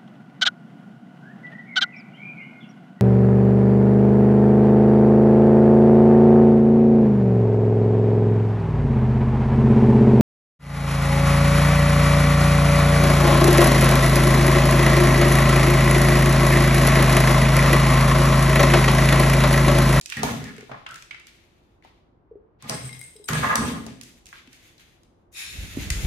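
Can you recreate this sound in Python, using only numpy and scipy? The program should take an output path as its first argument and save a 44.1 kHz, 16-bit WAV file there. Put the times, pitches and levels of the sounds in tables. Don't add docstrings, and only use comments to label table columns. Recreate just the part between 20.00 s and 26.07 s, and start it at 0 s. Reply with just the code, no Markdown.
import sys
import numpy as np
from scipy import signal
from scipy.fft import rfft, irfft
from scipy.io import wavfile
from scipy.ndimage import uniform_filter1d, map_coordinates

SR = 44100
rng = np.random.default_rng(int(sys.argv[2]) if len(sys.argv) > 2 else 0)


def wav_record(signal):
    frames = np.transpose(np.atleast_2d(signal))
    bounded = np.clip(frames, -1, 1)
    quanta = np.round(bounded * 32767).astype(np.int16)
    wavfile.write(sys.argv[1], SR, quanta)


N = 267510
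SIDES = np.array([[.5], [-.5]])


def undb(db):
    return 10 ** (np.asarray(db) / 20)


def unit(x):
    return x / np.sqrt(np.mean(x ** 2))


def add(out, start_s, x):
    i = int(start_s * SR)
    out[:, i:i + x.shape[-1]] += x[..., :N - i]


def band(x, hz, width_hz):
    return signal.lfilter(*signal.iirpeak(min(hz, .45 * SR), hz / width_hz, SR), x)


def body(x, modes, centre_hz=None, octave_db=0):
    out = 0
    for k, (hz, width_hz, db) in enumerate(modes):
        if centre_hz is not None:
            db = db - np.minimum(octave_db * np.log2(hz / centre_hz) ** 2, 11)
        out = out + (-1) ** k * undb(db) * band(x, hz, width_hz) / np.sqrt(width_hz)
    return out


def wander(rate_hz):
    step = int(SR / rate_hz)
    return 1.5 * uniform_filter1d(np.repeat(rng.standard_normal(N // step + 1), step), step)[:N]


def grains(rate_hz, spread_db, hiss):
    size_db = spread_db * np.minimum(rng.exponential(size=N), 2.5)
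    slips = (rng.random(N) < rate_hz / SR) * rng.choice([-1, 1], N) * undb(size_db)
    return unit(slips) + hiss * rng.standard_normal(N)


def pair(make, correlation):
    shared, opposed = unit(make()), unit(make()) * np.array([[1], [-1]])
    return np.sqrt((1 + correlation) / 2) * shared + np.sqrt((1 - correlation) / 2) * opposed


def strokes(full_s, db, rise_s, fade_db_per_s, hold_s=0.):
    full_s, db, rise_s, fade_db_per_s, hold_s = (
        np.reshape(v, (-1, 1)) for v in (full_s, db, rise_s, fade_db_per_s, hold_s))
    age_s = np.arange(0, N / SR, .001) - full_s
    swell = np.clip(1 + age_s / rise_s, 0, 1) ** 2.03
    decay = undb(db - fade_db_per_s * np.clip(age_s - hold_s, 0, 2))
    return (swell * decay) ** 2 + 1e-20


def ms_to_samples(v):
    return np.interp(np.arange(N) * 1000 / SR, np.arange(len(v)), v)


def gain(power):
    return ms_to_samples(np.sqrt(power.sum(axis=0)))


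def follow(power, values):
    return ms_to_samples(values @ power / power.sum(axis=0))


def damped_sines(events, rise_s):
    out, t = np.zeros((2, N)), np.arange(9000) / SR
    onset = 1 - np.exp(-t / rise_s)
    for start_s, db, hz, t60_s in events:
        add(out, start_s, undb(db + 6.5 - 60 * t / t60_s) * np.sin(2 * np.pi * hz * t) * onset)
    return out


def house_murmur():
    # frequency_hz, density_db
    spectrum = [(15, -42.5), (25, -2), (124, -10.5), (146, -12.5), (311, -15), (349, -10), (392, -18.5),
                (649, -23), (745, -23.5), (1100, -28), (1380, -32.5), (6000, -68.5), (7800, -100),
                (13200, -120)]
    knot_hz, density_db = np.array(spectrum).T
    hz = np.fft.rfftfreq(N, 1 / SR) + 1
    shape = undb(np.interp(np.log(hz), np.log(knot_hz), density_db))
    mid, side = rfft(rng.standard_normal((2, N))) * shape
    side = side * np.clip(hz / 700, .3, 1)
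    return unit(irfft(np.array([mid + side, mid - side]), N)) * undb(-58.5 + 0.51 * wander(3.3))


def room(x):
    # centre_hz, t60_s, level_db
    decays = [(120, 0.67, -25), (383, 0.51, -6.5), (1030, 0.43, -1), (3640, 0.62, -2), (8570, 0.56, -4)]
    t, tail = np.arange(SR) / SR, 0
    for hz, t60_s, db in decays:
        noise = band(rng.standard_normal((2, SR)), hz, 0.97 * hz)
        tail = tail + noise * undb(db - 60 * t / t60_s) / np.sqrt(t60_s * SR / 14)
    build_up = 1 - np.exp(-(t / 0.0069) ** 2)
    return x + signal.fftconvolve(x, tail * build_up, axes=1)[:, :N]


def hollow_bumps():
    # start_s, level_db, pitch_hz, t60_s
    bumps = [(0.582, -39.5, 435, 0.076), (0.628, -34.5, 418, 0.027), (2.312, -39, 448, 0.096),
             (2.355, -33.5, 408, 0.034), (3.155, -50, 439, 0.24), (3.197, -41.5, 424, 0.05),
             (3.975, -62.5, 270, 0.064), (4.477, -46.5, 256, 0.063), (5.771, -16, 276, 0.026)]
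    return damped_sines(bumps, rise_s=0.0024)


def wire_cart():
    # start_s, level_db, low_relative_db, middle_relative_db
    knocks = [(2.7422, -31, -9, -9), (2.7691, -40.5, -18, -16.5), (2.7791, -35, 2.5, -14.5),
              (2.8549, -36, -16, -14.5), (2.8924, -36, 5, -11), (2.9292, -32.5, -0.5, -8),
              (2.9667, -42.5, -12, -10), (2.9931, -25.5, -18, -34), (3.014, -24, -7, -22.5),
              (3.0849, -48, -16.5, -18), (3.0944, -37.5, -22, -22.5), (3.1644, -35.5, -21.5, -14),
              (3.2415, -47, -29, 0.5)]
    # peak_s, level_db
    jolts = [(2.694, -46.5), (2.744, -47.5), (2.799, -46.5), (2.857, -46.5), (3.008, -46.5), (3.242, -52),
             (3.298, -52), (3.343, -41), (3.562, -47), (3.63, -44)]
    # pitch_hz, width_hz, level_db
    high_modes = [(8154, 55, 0), (8610, 60, -5.5), (10060, 750, -6.5)]
    # pitch_hz, width_hz, level_db
    middle_modes = [(3210, 90, -1.5), (3925, 50, 3), (5100, 51, 3.5), (5720, 76, -6)]
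    high, middle, low = np.zeros((3, 2, N))
    for start_s, db, low_db, middle_db in knocks:
        impulse = np.array([[1], [rng.uniform(-0.2, 0.49)]])
        add(high, start_s, undb(db) * impulse)
        add(middle, start_s, undb(db + middle_db) * impulse)
        add(low, start_s, undb(db + low_db) * impulse)
    chatter = pair(lambda: body(grains(91, spread_db=-3.5, hiss=0.13), high_modes), correlation=0.043)
    shaking = gain(strokes(*np.array(jolts).T, rise_s=0.013, fade_db_per_s=162))
    rings = undb(51.5) * body(high, high_modes) + undb(59) * body(middle, middle_modes)
    low_ring = undb(46) * band(low, hz=2124, width_hz=30)
    clicks = undb(4) * band(high, hz=10500, width_hz=6000)
    return rings + low_ring + clicks + undb(4.5) * chatter * shaking


def wing_wind():
    # start_s, level_db, pitch_hz, t60_s
    puffs = [(5.585, -18, 44.7, 0.06), (5.622, -26.5, 40.3, 0.084), (5.907, -11, 49, 0.047),
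             (5.955, -19, 46, 0.093), (5.98, -39, 45, 0.15), (6.015, -43, 45, 0.089), (6.04, -15, 61, 0.15)]
    # peak_s, level_db
    gusts = [(5.484, -52), (5.57, -40), (5.64, -38.5), (5.789, -30.5), (5.88, -34), (5.98, -32),
             (6.062, -25.5)]
    turbulence = pair(lambda: band(band(rng.standard_normal(N), 43, 50), 54, 315), correlation=0.74)
    blowing = gain(strokes(*np.array(gusts).T, rise_s=0.1, fade_db_per_s=96))
    return damped_sines(puffs, rise_s=0.0048) + undb(1) * turbulence * blowing


def feather_rustle():
    # peak_s, level_db, treble_relative_db, pan_db, rise_s, fade_db_per_s
    brushes = [(0.125, -36, -12, -1.5, 0.033, 193), (0.238, -26, -3, -1, .01, 168),
               (0.346, -45.5, -11, 8, .1, 37), (0.722, -46.5, -40, 0, 0.018, 126),
               (0.866, -43, -27, -1, .005, 88), (0.93, -48, -5, 3, .05, 115),
               (1.125, -52, -25, 7, 0.013, 80), (1.285, -52, -9, 3, 0.054, 52.5),
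               (1.841, -48.5, -13.5, 0.5, 0.016, 172), (2.624, -47, -16, -1, 0.044, 72),
               (2.691, -32.5, -7, 0, 0.035, 114), (2.86, -45.5, -4.5, -2, 0.11, 49),
               (3.032, -55, 5, -11, 0.28, 323), (3.287, -34, -0.5, 19, 0.011, 103),
               (3.335, -24, -10, 2, 0.018, 125), (3.44, -36, -3.5, 0, 0.025, 71),
               (3.49, -49, -18, -7, .04, 262), (3.559, -26.5, -8.5, 1, 0.0045, 135),
               (3.64, -37.5, -4, 4, .05, 75), (3.868, -42, -27, 1.5, .01, 145),
               (4.017, -43.5, -3, 2.5, .006, 128), (4.262, -49, -3.5, 0, 0.0065, 96),
               (4.335, -45, -13, 2, .01, 112), (4.538, -47.5, -5, 1.5, 0.06, 75),
               (4.8, -50, -7, 2, 0.026, 83), (5.33, -55, 7.5, 5, 0.019, 60),
               (5.375, -37.5, -4, -1, 0.046, 7), (5.8, -46, -15, 8, .06, 150),
               (5.905, -28, -8, 0.5, .004, 152), (5.93, -35, -1, 6, .02, 25), (6.02, -35, -5, 2, .04, 20)]
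    # centre_hz, width_hz, level_db
    quill_modes = [(1810, 1200, 3), (2290, 820, 6.5), (3500, 1600, 3.5), (5230, 2600, -1)]
    # centre_hz, width_hz, level_db
    barb_modes = [(6470, 1230, 0), (9200, 870, -4), (10910, 2000, -1.5), (14600, 1900, -8)]
    quills = pair(lambda: band(body(grains(900, spread_db=4, hiss=1), quill_modes), 2100, 4100), 0.014)
    barbs = pair(lambda: band(body(grains(600, spread_db=1, hiss=.85), barb_modes), 6900, 17000), 0.034)
    peak_s, db, treble_db, pan_db, rise_s, fade = np.array(brushes, float).T
    middle = strokes(peak_s, db, rise_s, fade)
    treble = strokes(peak_s, db + treble_db, rise_s, fade)
    flutter = undb(2.6 * wander(30) - 6.5)
    return (quills * gain(middle) + barbs * gain(treble)) * flutter * undb(follow(middle, pan_db) * SIDES)


def wing_spread():
    # centre_hz, width_hz, level_db
    vane_modes = [(2420, 240, 0), (2670, 210, -5), (3690, 200, -1), (5400, 220, -6), (6860, 230, -5),
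                  (8770, 200, -8), (10300, 150, -9), (11000, 180, -7)]
    rasp = pair(lambda: body(grains(900, spread_db=0, hiss=0.86), vane_modes), correlation=0.046)
    position = np.cumsum(1 + .012 * wander(6))
    rasp = np.array([map_coordinates(channel, [position], mode="mirror") for channel in rasp])
    opening = gain(strokes(full_s=5.385, db=-40, rise_s=0.069, fade_db_per_s=63))
    pan_db = 4.5
    return rasp * opening * undb(4.5 + 0.64 * wander(25) + pan_db * SIDES)


def desk_drags():
    # full_s, rumble_db, scrape_db, rumble_hz, scrape_hz, rise_s, hold_s, rumble_fade_db_per_s
    drags = [(0.173, -33, -31.5, 158, 1795, .012, .02, 59), (0.235, -27, -29.5, 180, 830, .05, 0.027, 73.5),
             (0.401, -39.5, -48.5, 165, 1830, .08, 0.095, 260.5),
             (0.606, -54.5, -53, 166, 780, .06, .01, 196), (0.72, -45.5, -40.5, 168, 886, .04, .02, 152),
             (0.878, -56.5, -50.5, 126.2, 1447, .02, 0.055, 132.5),
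             (2.647, -43.5, -47, 167, 1000, .03, .04, 57.5), (2.7, -30, -33, 131, 780, .025, 0.016, 109.5),
             (2.787, -42.5, -52.5, 130, 1250, .04, .07, 106.5),
             (2.95, -54, -69, 115, 1520, .05, .05, 151.5), (3.294, -25.5, -30, 160, 1300, .012, .1, 72),
             (3.433, -40.5, -22.5, 165, 1235, .015, 0.1, 81.5),
             (3.6, -27, -31.5, 222, 1080, .07, .07, 100.5),
             (3.742, -36.5, -36.5, 200, 1050, .05, 0.026, 70),
             (3.886, -41, -62.5, 235, 1030, .05, 0.026, 172), (3.99, -59, -67, 231, 1880, .04, 0.027, 162)]
    # pitch_hz, width_hz, level_db
    low_modes = [(71.6, 24, -1), (127.2, 8.3, -2), (159.7, 17.2, -5), (227.1, 17, -2), (273.4, 21, -3.5),
                 (438, 140, -1.5)]
    # pitch_hz, width_hz, level_db
    high_modes = [(475.4, 95, -2), (682, 220, 3), (850, 37, -4), (1067, 70, -2), (1150, 120, -11.5),
                  (1198, 40, -3.5), (1507, 99, -9.5), (1651, 35, 0.5), (1970, 590, 6)]
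    full_s, rumble_db, scrape_db, rumble_hz, scrape_hz, rise_s, hold_s, fade = np.array(drags, float).T
    low = strokes(full_s, rumble_db, rise_s, fade, hold_s)
    high = strokes(full_s, scrape_db, rise_s, 2.55 * fade, hold_s)
    rumble = pair(lambda: body(grains(150, spread_db=1, hiss=0.88), low_modes,
                               follow(low, rumble_hz), octave_db=15), correlation=1)
    scrape = pair(lambda: body(grains(760, spread_db=6, hiss=0.73), high_modes,
                               follow(high, scrape_hz), octave_db=24.5), correlation=0.051)
    return rumble * gain(low) + scrape * gain(high) * undb(-2.5 + 2.6 * wander(40))


def claw_squeaks():
    # start_s, level_db, pitch_hz, t60_s
    squeaks = [(0.168, -31, 1874, .06), (0.453, -39, 1840, 0.063), (0.886, -41, 1290, .05),
               (0.901, -37, 1510, 0.046), (0.917, -34.5, 1365, 0.047), (0.945, -41, 1344, .05),
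               (1.11, -34, 2334, 0.031), (1.84, -58, 1994, .08)]
    return damped_sines(squeaks, rise_s=0.0022)


def claw_and_beak_taps():
    # start_s, level_db, pitch_hz, treble_relative_db, pan_db
    taps = [(0.012, -39.5, 2330, 0, -3.5), (0.059, -31, 2490, -3.5, -2), (0.093, -33.5, 2400, -17.5, -6),
            (0.1, -28.5, 2600, -7, -2), (0.122, -17, 2410, -28, -4), (0.169, -22, 1930, -14.5, -5),
            (0.232, -8.5, 710, -18, 1), (0.441, -42.5, 830, 2, -2), (0.565, -39, 1760, -13, -4),
            (0.581, -33.5, 2120, -17, -3), (0.608, -32, 2120, -20, -3), (0.695, -29.5, 710, -46, -9.5),
            (0.714, -23, 700, -50, -1.5), (0.715, -24.5, 1530, -51, 4), (0.863, -22, 1550, -52, -4),
            (0.865, -28, 2800, -38, 2), (0.889, -41, 2800, -11, 4), (0.91, -42, 2800, -5.5, 1),
            (0.943, -42, 2700, -7, 12.5), (0.958, -33, 1610, -11, -4), (1.023, -36.5, 2450, -10.5, 2),
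            (1.109, -21, 2220, -52, -3.5), (1.144, -30.5, 2040, -50, 13.5), (1.198, -38, 2380, -19, -5),
            (1.269, -42, 2330, -6, -2.5), (1.824, -50, 2130, -29, 6), (1.848, -34.5, 754, -33.5, 0),
            (2.624, -37.5, 1070, -7, 2), (2.696, -21.5, 740, -3.5, 1), (3.287, -11.5, 1344, -20, -4),
            (3.333, -16.5, 1280, -15, -8), (3.467, -21, 1120, -38.5, -14), (3.556, -12, 1085, -6.5, 2.5),
            (3.865, -28.5, 680, -12.5, 2), (4.012, -40, 2100, -0.5, -5), (4.034, -50.5, 2310, 4.5, 9.5),
            (4.257, -51.5, 2710, 3, -4), (4.267, -44, 2740, -3, 1), (4.289, -49, 2380, -2, 0),
            (4.328, -28, 1617, -38, 0.5), (4.474, -41.5, 2600, -20, 3), (4.53, -45, 2320, -6, -2.5),
            (4.78, -44, 3990, -17, 3.5), (5.033, -56, 2960, -6.5, 3), (5.903, -18, 2010, -6.5, 1.5)]
    out, t = np.zeros((2, N)), np.arange(3000) / SR
    ring_t60_s = 0.035
    ring_envelope = undb(-60 * t / ring_t60_s) * (1 - np.exp(-t / 0.00042))
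    for start_s, db, hz, treble_db, pan_db in taps:
        noise, phase = rng.standard_normal((4, len(t))), rng.random((2, 1))
        skirt = unit(band(band(noise[:2], 1.047 * hz, 0.5 * hz), 0.77 * hz, .9 * hz))
        ring = (0.54 * np.sin(2 * np.pi * (hz * t + phase)) + 0.67 * skirt) * ring_envelope
        crack = unit(band(band(noise[2:], 4800, 6700), 6500, 6600)) * undb(-110 * t / ring_t60_s)
        tap = undb(-3.5) * ring + undb(treble_db + 6.5) * crack
        add(out, start_s, undb(db + pan_db * SIDES) * tap)
    return out


def scene():
    contacts = claw_and_beak_taps() + claw_squeaks() + hollow_bumps() + desk_drags()
    feathers = feather_rustle() + wing_spread()
    return room(contacts + feathers + wire_cart()) + wing_wind() + house_murmur()


def record(dry):
    bass_cut_hz, top_hz = 42, 16200
    high_pass = signal.butter(3, bass_cut_hz, "high", fs=SR, output="sos")
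    low_pass = signal.ellip(10, .2, 80, top_hz, fs=SR, output="sos")
    return signal.sosfilt(low_pass, signal.sosfilt(high_pass, dry))


dry = scene()
out = record(dry)
wav_record(out)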